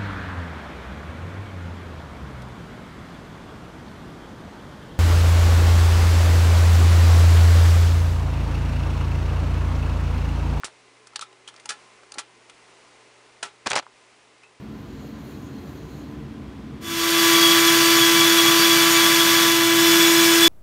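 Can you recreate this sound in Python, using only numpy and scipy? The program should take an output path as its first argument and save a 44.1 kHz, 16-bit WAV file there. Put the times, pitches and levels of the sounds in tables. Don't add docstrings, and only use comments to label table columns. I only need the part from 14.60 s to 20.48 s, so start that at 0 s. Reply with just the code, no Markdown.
import sys
import numpy as np
from scipy import signal
from scipy.fft import rfft, irfft
from scipy.io import wavfile

SR = 44100
rng = np.random.default_rng(int(sys.argv[2]) if len(sys.argv) > 2 else 0)


def transcribe(u):
    v = np.clip(np.atleast_2d(u).T, -1, 1)
    q = np.round(v * 32767).astype(np.int16)
    wavfile.write(sys.argv[1], SR, q)


N = 259308


def from_db(db):
    return 10 ** (np.asarray(db) / 20)


def unit_rms(x):
    return x / np.sqrt(np.mean(x ** 2) + 1e-20)


def curve(rows):
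    return np.interp(np.arange(N) / SR, *np.transpose(rows))


def dissolve(start_s, end_s):
    return curve([(start_s, 0), (end_s, 1)])


def burst(middle_s, half_length_s):
    along = np.clip((np.arange(N) / SR - middle_s) / half_length_s, -1, 1)
    return np.cos(np.pi / 2 * along) ** 2


def phase_of(hz):
    return 2 * np.pi * np.cumsum(hz) / SR


def drift(rate_hz):
    step, settle = 40, 2000
    pole = np.exp(-2 * np.pi * step * rate_hz / SR)
    noise = rng.standard_normal(N // step + settle + 2)
    slow = signal.lfilter([1], [1, -2 * pole, pole * pole], noise)[settle:]
    return np.interp(np.arange(N) / step, np.arange(len(slow)), unit_rms(slow))


def coloured(x, spectrum):
    hz, db = np.transpose(spectrum)
    bin_hz = np.maximum(np.fft.rfftfreq(N, 1 / SR), 1)
    gain = from_db(np.interp(np.log(bin_hz), np.log(hz), db))
    return unit_rms(irfft(rfft(x) * gain, N))


def resonances(modes, waver_db=0):
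    out = 0
    for hz, width_hz, db in modes:
        b, a = signal.iirpeak(hz, hz / (1.5 * width_hz), fs=SR)
        ringing = signal.lfilter(b, a, rng.standard_normal(N))
        ringing = unit_rms(signal.lfilter(b, a, ringing))
        out = out + from_db(db + waver_db * drift(8.3)) * ringing
    return out


def grains(per_s, spread_db):
    clicks = (rng.random(N) < per_s / SR) * rng.standard_normal(N)
    size_db = spread_db * np.clip(rng.standard_normal(N), -2, 2)
    return unit_rms(clicks * from_db(size_db))


def ventilation(rumble_db=-38.5):
    # frequency in Hz, relative level in dB.
    air_spectrum = [(15, -54), (25, -59), (59, -2), (111, -7), (145, 0), (170, -10), (206, -2.5), (270, -8),
                    (335, -11), (373, -9), (427, -19.5), (962, -23.5), (1040, -23), (3720, -35),
                    (16000, -57.5)]
    # frequency in Hz, width in Hz, level in dB.
    duct_modes = [(65, 12, -51), (136.4, 8.4, -48.5), (219.3, 10, -45.5), (269, 6.6, -48),
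                  (296, 10.4, -47.5), (362, 22, -54.5), (452, 19, -54.5), (1020, 6.2, -61), (1110, 50, -72),
                  (3270, 60, -70)]
    rumble = coloured(rng.standard_normal(N), air_spectrum)
    return from_db(rumble_db) * rumble + resonances(duct_modes)


def pencil_compass(grain_db=-7, fade_db_per_s=65):
    # time in seconds, gain in dB.
    pressure = [(0, -74), (.18, -68), (.43, -62.5), (.54, -66), (.71, -58), (.9, -65.5), (1.1, -58.5),
                (1.25, -64.5), (1.39, -60.5)]
    # frequency in Hz, width in Hz, relative level in dB.
    compass_modes = [(514, 210, 5), (1500, 790, -1.5), (4170, 420, -2.5), (6000, 400, -10),
                     (6650, 480, -7.5), (7070, 300, -11), (9700, 500, -16), (11950, 700, -11),
                     (13100, 700, -11), (15000, 750, -11)]
    scratch = from_db(grain_db) * grains(per_s=7000, spread_db=2.5)
    ringing = resonances(compass_modes, waver_db=3.0)
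    since_lift_s = np.maximum(np.arange(N) / SR - pressure[-1][0], 0)
    return (scratch + ringing) * from_db(curve(pressure) - fade_db_per_s * since_lift_s)


def motor(second_shot, hum_hz=335.05, wobble=0.00038, flutter_db=0.4, gain_db=-0.02):
    # time in seconds, gain in dB.
    swell = [(3.7, 1), (4.75, -1.1), (5.05, -0.5), (5.3, 0.6), (5.88, -0.1)]
    # multiple, level in dB in the first shot, level in dB in the second.
    harmonics = [(1, -21, -18), (2, -40, -38), (3, -30.7, -31), (4, -35, -38), (5, -37, -31), (6, -32, -33),
                 (7, -44, -37), (8, -36, -39), (9, -33, -33), (10, -31, -36), (11, -44, -56),
                 (13, -43, -48), (18, -42, -47), (30, -51, -56), (36, -44, -45)]
    # frequency in Hz, level in dB.
    frame_tones = [(120, -47), (216, -46), (458, -52), (884, -48), (1460, -40.5), (1560, -45)]
    phase = phase_of(hum_hz * (1 + wobble * drift(6.3)))
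    out = 0
    for order, first_db, second_db in harmonics:
        unrest_db = curve(swell) + 0.18 * drift(8.7) if order == 1 else flutter_db * drift(10.0)
        level_db = gain_db + first_db + (second_db - first_db) * second_shot + unrest_db
        out = out + from_db(level_db) * np.sin(order * phase + rng.uniform(0, 2 * np.pi))
    for hz, db in frame_tones:
        strength = from_db(db + 2.2 * drift(3.8))
        out = out + strength * np.sin(phase_of(hz + 1.2 * drift(3.7)))
    return np.sqrt(2) * out


def housing(gain_db=-1.24):
    # frequency in Hz, width in Hz, relative level in dB.
    housing_modes = [(154, 33, -39), (1667, 130, -29), (3375, 70, -32.5), (6920, 590, -35),
                     (11500, 260, -38.5)]
    return from_db(gain_db) * resonances(housing_modes)


def fibre_rasp(tooth_phase, level_db=-18, tooth_depth=0.24, flicker_db=-0.08):
    # frequency in Hz, relative level in dB.
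    rasp_spectrum = [(50, -18.5), (220, -6.5), (500, -6.5), (750, -7), (1200, 0), (1700, 0.5), (2300, 0.5),
                     (3400, 1.5), (4700, -2), (5900, -0.5), (7600, -8), (8700, -5.5), (10400, -11.5),
                     (12400, -7), (15500, -10.5)]
    entering = 1 + tooth_depth * np.cos(2 * tooth_phase)
    snaps = grains(per_s=26000, spread_db=0.6) * entering * from_db(flicker_db * drift(61))
    return from_db(level_db) * coloured(snaps, rasp_spectrum)


def tooth_whine(tooth_phase, second_shot, weave_hz=8.5, weave_depth=0.5, chatter_db=2.53, slip_rad=.024):
    # multiple, level in dB in the first shot, level in dB in the second.
    harmonics = [(2, -31.5, -36.5), (4, -34.5, -32.5), (6, -30, -27.5), (7, -46, -39), (8, -34, -38),
                 (9, -39.5, -33), (10, -40, -38), (12, -36, -32.5), (14, -42, -37), (15, -43, -47),
                 (16, -43, -38), (18, -45, -50), (20, -43, -40), (22, -43, -40), (24, -49, -44),
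                 (26, -49, -40)]
    # middle in seconds, half-length in seconds, multiple, level in dB.
    bites = [(2.75, 0.19, 2, -24.5), (2.76, .08, 4, -29), (2.85, 0.22, 8, -27.5), (3.02, 0.056, 4, -29),
             (3.28, 0.19, 8, -28), (3.61, .07, 4, -27.5), (3.68, 0.087, 6, -24), (3.9, 0.15, 2, -26),
             (4.003, .07, 8, -23.5), (4.19, .05, 4, -25), (4.352, .06, 12, -29), (4.38, .06, 2, -25),
             (4.385, .05, 4, -26.5), (4.91, .1, 6, -24), (5.46, .08, 6, -21.5), (5.852, 0.055, 6, -17)]
    out = 0
    for order, first_db, second_db in harmonics:
        throb = 1 + weave_depth * np.sin(phase_of(weave_hz * (1 + 0.4 * drift(4.09))))
        strength = throb * from_db(first_db + (second_db - first_db) * second_shot)
        for middle_s, half_length_s, multiple, db in bites:
            if round(multiple) == order:
                strength = strength + (from_db(db) - strength) * burst(middle_s, half_length_s)
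        slipped_phase = tooth_phase + slip_rad * drift(29)
        tone = np.sin(order * slipped_phase + rng.uniform(0, 2 * np.pi))
        out = out + strength * from_db(chatter_db * drift(37)) * tone
    return np.sqrt(2) * out


def blade_squeals(sag_hz_per_s=250, quaver_hz=14, rough_db=3.5, gain_db=-4):
    # middle in seconds, half-length in seconds, pitch in Hz, relative level in dB. The last row adds
    # to the sixth tooth harmonic ringing out near 5.85 s.
    squeals = [(2.608, .067, 3375, -29), (2.747, 0.054, 3330, -20), (2.867, 0.19, 3324, -20.5),
               (3.085, 0.026, 3350, -20.5), (3.445, 0.1, 3316, -21), (3.63, 0.097, 3360, -19.5),
               (3.723, 0.044, 3335, -24), (3.791, 0.043, 3325, -14), (3.876, 0.029, 3360, -16.5),
               (4.058, .06, 3350, -18), (4.126, .076, 3335, -22), (4.233, 0.029, 3330, -19),
               (4.425, 0.076, 3350, -18), (4.6, .05, 3325, -27), (5.42, 0.1, 3390, -21),
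               (5.85, 0.059, 3440, -22.5)]
    t = np.arange(N) / SR
    quaver = quaver_hz * drift(45.5)
    out = 0
    for middle_s, half_length_s, hz, db in squeals:
        pitch_hz = hz - sag_hz_per_s * (t - middle_s) + quaver
        out = out + from_db(db) * burst(middle_s, half_length_s) * np.sin(phase_of(pitch_hz))
    return np.sqrt(2) * out * from_db(rough_db * drift(34) + gain_db)


def band_saw(first_tooth_hz=576.6, second_tooth_hz=572.3, band_wobble=0.0011):
    second_shot = dissolve(4.84, 5.28)
    tooth_hz = np.interp(second_shot, [0, 1], [first_tooth_hz, second_tooth_hz])
    tooth_phase = phase_of(tooth_hz * (1 + band_wobble * drift(7.92)))
    cutting = fibre_rasp(tooth_phase) + tooth_whine(tooth_phase, second_shot) + housing()
    dip = np.hypot(1 - second_shot, second_shot)
    return motor(second_shot) + dip * cutting + blade_squeals()


def scene():
    saw_share = dissolve(2.204, 2.684)
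    bench = ventilation() + pencil_compass()
    mono = (1 - saw_share) * bench + saw_share * band_saw()
    return np.array([mono, mono])


def record(dry, low_cut_hz=35, high_cut_hz=15620):
    low_cut = signal.butter(2, low_cut_hz, "high", fs=SR, output="sos")
    high_cut = signal.ellip(12, 0.1, 90, high_cut_hz, fs=SR, output="sos")
    return signal.sosfilt(high_cut, signal.sosfilt(low_cut, dry))


dry = scene()
out = record(dry)
transcribe(out)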